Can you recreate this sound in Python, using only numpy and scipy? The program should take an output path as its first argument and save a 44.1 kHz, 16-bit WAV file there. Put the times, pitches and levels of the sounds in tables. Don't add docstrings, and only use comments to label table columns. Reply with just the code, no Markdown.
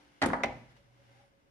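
import sys
import numpy as np
from scipy import signal
from scipy.fft import rfft, irfft, next_fast_len
from scipy.io import wavfile
from scipy.ndimage import map_coordinates

SR = 44100
rng = np.random.default_rng(int(sys.argv[2]) if len(sys.argv) > 2 else 0)


def rack_gain(trim_db):
    fader = np.asarray(trim_db, float)
    return 10 ** (fader / 20)


def generate_wav(signal):
    frames = np.transpose(np.atleast_2d(signal))
    scaled = np.clip(frames, -1, 1) * 32767
    pcm = np.round(scaled).astype(np.int16)
    wavfile.write(sys.argv[1], SR, pcm)


N = 66150


def unit(x):
    return x / np.sqrt(np.mean(x ** 2) + 1e-20)


def along(points, hz):
    f, value = np.transpose(points)
    return np.interp(np.log(hz + 1), np.log(f + 1), value)


def curve(rows):
    s, value = np.transpose(rows)
    return np.interp(np.arange(N) / SR, s, value)


def filtered(x, response):
    m = next_fast_len(x.shape[-1] + SR // 2)
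    spectrum = rfft(x, m) * response(np.fft.rfftfreq(m, 1 / SR))
    return irfft(spectrum, m)[..., :x.shape[-1]]


def low_cut(hz, corner_hz):
    return (1j * hz / (corner_hz + 1j * hz)) ** 2


def peaks(table):
    def response(f):
        total = 0
        for k, (centre, width, db) in enumerate(table):
            band = 1j * f * width
            total = total + (-1) ** k * rack_gain(db) * band / (centre ** 2 - f ** 2 + band)
        return total
    return response


def paired(pair, alike):
    def mid_side(hz):
        turn = np.arccos(np.clip(along(alike, hz), -1, 1)) / 2
        return np.array([np.cos(turn), np.sin(turn)])
    mid, side = filtered(pair, mid_side)
    return np.array([mid + side, mid - side])


def pan(db):
    return rack_gain([[db / 2], [-db / 2]])


def wobble(rate):
    knots = rng.standard_normal(int(N * rate / SR) + 4)
    return map_coordinates(knots, [np.arange(N) * rate / SR])


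def hum(hz, turn):
    waver_hz, waver_db, wavers_per_s = 5, 1.5, 30
    phase = 2 * np.pi * np.cumsum(hz + waver_hz * wobble(wavers_per_s)) / SR
    level = np.sqrt(2) * rack_gain(waver_db * wobble(wavers_per_s))
    return level * np.array([np.sin(phase), np.sin(phase + turn)])


def rush(tone, length, alike):
    noise = filtered(rng.standard_normal((2, length)), lambda hz: rack_gain(along(tone, hz)))
    return unit(paired(noise, alike))


# (frequency [Hz], t60 [s])
ROOM_T60 = [(60, 1.1), (250, 0.45), (800, 0.44), (2000, 0.46), (6000, .5), (14000, 0.25)]
# (frequency [Hz], level [dB])
ROOM_TONE = [(50, -0.5), (120, 6.5), (270, 0), (600, 4), (2000, -4), (8000, -4.5)]
# (frequency [Hz], likeness [-1..1])
ROOM_ALIKE = [(100, 0.94), (500, 0.81), (1500, 0.16), (10000, 0.078)]


def room(x):
    room_db, delay = -12, 200
    hz, t, z = signal.stft(rng.standard_normal((2, SR)), SR, nperseg=256)
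    fall_db = along(ROOM_TONE, hz)[:, None] - 60 * t / along(ROOM_T60, hz)[:, None]
    tail = signal.istft(z * rack_gain(fall_db), SR, nperseg=256)[1]
    tail = paired(tail, ROOM_ALIKE)
    tail = tail / np.linalg.norm(tail[0])
    return rack_gain(room_db) * signal.fftconvolve(np.pad(x, (delay, 0))[None], tail, axes=1)[:, :N]


# (frequency [Hz], level [dB per Hz])
AIR = [(25, 10.5), (60, 0), (280, 0.5), (550, -7), (1000, -10.5), (3000, -29), (9000, -28.5), (15300, -33)]
# (frequency [Hz], likeness, held within -1..1)
AIR_ALIKE = [(60, 0.34), (380, 0.097), (2380, -1.5), (15000, -0.44)]
# (frequency [Hz], width [Hz], level [dB])
RUMBLE = [(47, 40, 0.5)]
# (frequency [Hz], likeness [-1..1])
RUMBLE_ALIKE = [(50, 0.99)]


def air():
    air_db, rumble_db = -70, -73
    lump_db, lumps_per_s = 5, 14
    low = paired(filtered(rng.standard_normal((2, N)), peaks(RUMBLE)), RUMBLE_ALIKE)
    quiet = rush(AIR, N, AIR_ALIKE)
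    thuds = unit(low * rack_gain(lump_db * wobble(lumps_per_s)))
    return rack_gain(air_db) * quiet + rack_gain(rumble_db) * thuds


# (time [s], rod speed as level [dB])
SLIDE = [(0, -67.5), (.1, -70), (.2, -70.5), (.55, -67), (.68, -70), (.72, -67), (.745, -72), (.77, -66),
         (.8, -72.5), (.9, -75.5), (1.02, -71.5), (1.14, -70), (1.19, -69), (1.25, -73), (1.31, -78),
         (1.5, -79)]
# (frequency [Hz], width [Hz], level [dB])
BEARING = [(283, 100, -1), (810, 347, -0.5), (1600, 260, -1.5), (2100, 290, -2), (2920, 396, -4.5),
           (3440, 720, -8), (5670, 1830, -14.5), (10050, 1900, -22)]


def sliding():
    slips_per_s, slip_db, slide_db = 15000, 1, 3.5
    pan_db, lag_s = 1.1, .0004
    slips = (rng.random((2, N)) < slips_per_s / SR) * rng.standard_normal((2, N))
    slips = slips * rack_gain(slip_db * rng.standard_normal((2, N)))
    pair = unit(paired(filtered(slips, peaks(BEARING)), ROOM_ALIKE))
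    half = np.array([[.5], [-.5]])
    placed = filtered(pair, lambda hz: rack_gain(half * pan_db) * np.exp(2j * np.pi * hz * half * lag_s))
    return rack_gain(curve(SLIDE) + slide_db) * placed


# (time [s], level [dB])
ROLL = [(.55, -54.5), (.66, -60.5), (.76, -67.5), (.82, -71.5), (.95, -66), (1.06, -64), (1.22, -67),
        (1.3, -81), (1.5, -83)]
# (time [s], level [dB])
GRIP = [(0.74, -87), (0.8, -68.5), (0.846, -83.5), (0.886, -69.5), (0.926, -97), (1.002, -65.5),
        (1.026, -75), (1.048, -102), (1.074, -73), (1.114, -66.5), (1.152, -87), (1.178, -71.5),
        (1.286, -71.5), (1.298, -85), (1.38, -70.5), (1.434, -92.5), (1.478, -72.5), (1.5, -85.5)]
# (time [s], length [s], frequency [Hz], level [dB])
SQUEAKS = [
    (1.205, .014, 815, -65),
    (1.24, .015, 800, -71),
    (1.16, .012, 780, -72),
    (1.13, .04, 2110, -78),
    (.718, .006, 9300, -89),
    (1.26, .03, 10150, -92),
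]
# (frequency [Hz], level [dB], t60 [s])
LAST_RING = [(297, -68, 1), (533, -75, .9), (770, -78, 0.45), (890, -75.5, 0.31)]


def rolling():
    t = np.arange(N) / SR
    board_hz, skin_hz, skin_sag_hz_per_s = 122, 558, 15
    squeak_rise_per_s = .25

    def after(s):
        return np.clip((t - s) / 0.061, 0, 1)

    out = rack_gain(curve(ROLL)) * after(.5) * hum(board_hz, turn=0.51)
    out = out + rack_gain(curve(GRIP)) * after(0.64) * hum(skin_hz - skin_sag_hz_per_s * (t - 1), turn=0.21)
    for s, length, hz, db in SQUEAKS:
        swell = rack_gain(db) * np.exp(-((t - s) / length) ** 2)
        out = out + swell * hum(hz * (1 + squeak_rise_per_s * (t - s)), turn=1.0)
    for hz, db, t60 in LAST_RING:
        out = out + rack_gain(db - 60 * t / t60) * hum(hz, turn=0.2)
    return pan(-1.7) * out


# (frequency [Hz], level [dB])
HARD_CRACK = [(200, -14), (700, 2.5), (2000, -2), (3500, 3.5), (7500, -7), (10000, -12), (12500, -35),
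              (15000, -47.5)]
# (frequency [Hz], likeness [-1..1])
BODY_ALIKE = [(200, 0.82), (700, 0.4), (1250, -0.14), (2500, -0.08), (6000, -0.084)]


def strikes(hits, modes, body, low_hz, room_db, pan_db, push=1, crack_tone=HARD_CRACK, crack_t60=0.011):
    attack_s, scatter_db, detune = .00025, 2, .02
    body_db, body_t60 = -9, 0.059
    longest_cycles, pivot_hz = 70, 1000
    port_spread_hz = 1400
    far_ring_db, far_ring_hz = -13, 300
    far_body_db = 5.5
    near, far = np.zeros((2, N + SR)), np.zeros(N + SR)
    t = np.arange(SR // 4) / SR
    centre, db, t60 = np.transpose(modes)[:, :, None]
    t60 = np.minimum(t60, longest_cycles / centre)
    spread = centre ** 2 / (centre ** 2 + port_spread_hz ** 2)
    lead = rng.uniform(-1, 1, centre.shape) * np.pi / 2 * spread
    for s, ring_db, crack_db, hard_db in hits:
        start = int(s * SR)
        u = np.maximum(t - (s - start / SR), 0)
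        hz = centre * (1 + detune * rng.standard_normal(centre.shape))
        mode_db = db + hard_db * np.log2(hz / pivot_hz) + scatter_db * rng.standard_normal(hz.shape)
        size = push * rack_gain(mode_db - 60 * u / t60)
        partials = size * np.array([np.sin(2 * np.pi * hz * u + side * lead) for side in (1, -1)]) / 2
        dense = rack_gain(body_db - 60 * u / body_t60) * rush(body, len(t), BODY_ALIKE)
        crack = rack_gain(crack_db - 60 * t / crack_t60) * rush(crack_tone, len(t), BODY_ALIKE)
        rise = rack_gain(ring_db) * (1 - np.exp(-u / attack_s))
        near[:, start:start + len(t)] += rise * (partials.sum(1) + dense) + crack
        far_ring = (rack_gain(far_ring_db * (centre > far_ring_hz)) * partials[0]).sum(0)
        far[start:start + len(t)] += rise * (far_ring + rack_gain(far_body_db) * dense[0]) + crack[0]
    direct = filtered(near[:, :N], lambda f: low_cut(f, low_hz))
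    answer = room(filtered(far[:N], lambda f: low_cut(f, low_hz)))
    return pan(pan_db) * direct + rack_gain(room_db) * answer


# (time [s], ring level [dB], crack level [dB], hardness [dB per octave])
GLANCES = [
    (.3016, -23.5, -54, 7),
    (.3329, -14.5, -40, 3.5),
    (.3405, -21.5, -54.5, -4),
    (.3829, -37.5, -67, 2.5),
    (.4050, -29, -70.5, -0.5),
    (.4200, -40, -70.5, -2),
]
# (frequency [Hz], level [dB], t60 [s])
SHIN = [(238, -10, .08), (575, -17, 0.052), (680, -11, 0.042), (773, -2.5, .045), (900, -10.5, 0.03),
        (1047, -7.5, 0.03), (1414, -7.5, 0.02), (1680, -12.5, 0.037), (1990, -13.5, .05)]
# (frequency [Hz], level [dB])
SHIN_BODY = [(200, -13), (500, 2), (900, 7.5), (1900, 1.5), (2500, -17.5), (5000, -32), (12000, -51)]


def shin_glances():
    return strikes(GLANCES, SHIN, SHIN_BODY, low_hz=143, room_db=-1.3, pan_db=-1.0, push=-0.78)


# (time [s], ring level [dB], crack level [dB], hardness [dB per octave])
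BLOCKS = [
    (.4338, -39, -38, 2),
    (.4354, -15, -30, 0.5),
    (.4395, -19.5, -42, 0),
    (.4425, -25, -39.5, 2),
    (.4455, -25.5, -44, -3.5),
    (.4590, -42, -45.5, 0),
]
# (frequency [Hz], level [dB], t60 [s])
FOOT = [(495, -4.5, 0.022), (575, -7.5, 0.07), (655, -4.5, 0.03), (780, -5, 0.043), (970, -8, 0.015),
        (1020, -11, 0.03), (1452, -8.5, 0.03), (1755, -5, 0.02), (2052, 2, 0.05), (2230, -8.5, 0.01),
        (2700, -15, 0.044), (3562, -13.5, .02), (5850, -14.5, 0.03), (8600, -25.5, .012)]
# (frequency [Hz], level [dB])
FOOT_BODY = [(250, -13), (450, 0.5), (800, 6), (1400, -5), (2100, 1.5), (2800, -7), (6000, -32),
             (12000, -47.5)]


def foot_blocks():
    return strikes(BLOCKS, FOOT, FOOT_BODY, low_hz=300, room_db=-1.3, pan_db=-0.4)


# (time [s], ring level [dB], crack level [dB], hardness [dB per octave])
DROPS = [
    (.2609, -15, -28.5, 0.5),
    (.2720, -29.5, -44.5, 3),
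    (.2866, -21.5, -46.5, 1.5),
    (.2936, -27, -56, 2),
    (.3215, -31.5, -57.5, -4),
    (.3460, -36, -62, 4.5),
    (.3650, -39.5, -60, 2.5),
    (.4485, -28.5, -61, -1.5),
    (.4620, -29.5, -64.5, 0),
    (.4830, -33.5, -70.5, -1),
]
# (frequency [Hz], level [dB], t60 [s])
PLAYFIELD = [(52, -10.5, .4), (110.5, -14.5, 0.17), (203.6, -14.5, 0.035), (256, 2.5, 0.049),
             (340, -4.5, 0.029), (535, -10.5, .04), (690, -16.5, .05), (1255, -21.5, 0.046),
             (1540, -23, 0.035), (1926, -23.5, .04)]
# (frequency [Hz], level [dB])
FIELD_BODY = [(60, -5), (150, 3), (400, 3), (900, -15), (2000, -15), (4000, -27), (12000, -51)]
# (frequency [Hz], level [dB])
ROD_RATTLE = [(1000, 1.5), (5000, -18.5), (9500, -6.5), (12000, -22), (15000, -36.5)]


def playfield_drops():
    return strikes(DROPS, PLAYFIELD, FIELD_BODY, low_hz=55, room_db=-1.0, pan_db=1.44, push=0.83,
                   crack_tone=ROD_RATTLE, crack_t60=0.028)


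# (time [s], ring level [dB], crack level [dB], hardness [dB per octave])
WALL_HITS = [
    (.2158, -46, -51, 1.5),
    (.2181, -17, -31.5, 4),
    (.2222, -25.5, -31, 5.5),
    (.2248, -18, -25.5, 1),
    (.2283, -26, -41, 2),
    (.2322, -14, -38, -0.5),
    (.2388, -19, -30.5, -1.5),
    (.2445, -20, -41, -3.5),
    (.2575, -33, -34.5, -0.5),
]
# (frequency [Hz], level [dB], t60 [s])
WALL = [(111, -10, 0.12), (275, -9.5, 0.053), (392.3, -3.5, 0.043), (670.6, -2, 0.04), (806, -4.5, 0.064),
        (968, -8.5, 0.024), (1273, -8.5, 0.0097), (1505, -12, 0.054), (1797, -4, 0.017), (1922, -7, 0.064),
        (2484, -18.5, 0.0067), (3003, -18, .03), (3980, -17, 0.05), (4470, -21, .03)]
# (frequency [Hz], level [dB])
WALL_BODY = [(100, -4.5), (300, 2), (520, -2.5), (850, -1), (2000, 0), (2600, -15), (5000, -24),
             (12000, -58)]


def wall_slam():
    return strikes(WALL_HITS, WALL, WALL_BODY, low_hz=60.0, room_db=-1.9, pan_db=0.9)


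def scene():
    contacts = wall_slam() + playfield_drops() + shin_glances() + foot_blocks()
    return contacts + rolling() + sliding() + air()


def low_pass(x):
    return signal.sosfilt(signal.butter(12, 15590, fs=SR, output="sos"), x)


def record(dry):
    low_cut_hz, top_hz = 38, 15400
    mix = filtered(dry, lambda hz: (hz < top_hz) * low_cut(hz, low_cut_hz))
    return low_pass(mix)


dry = scene()
out = record(dry)
generate_wav(out)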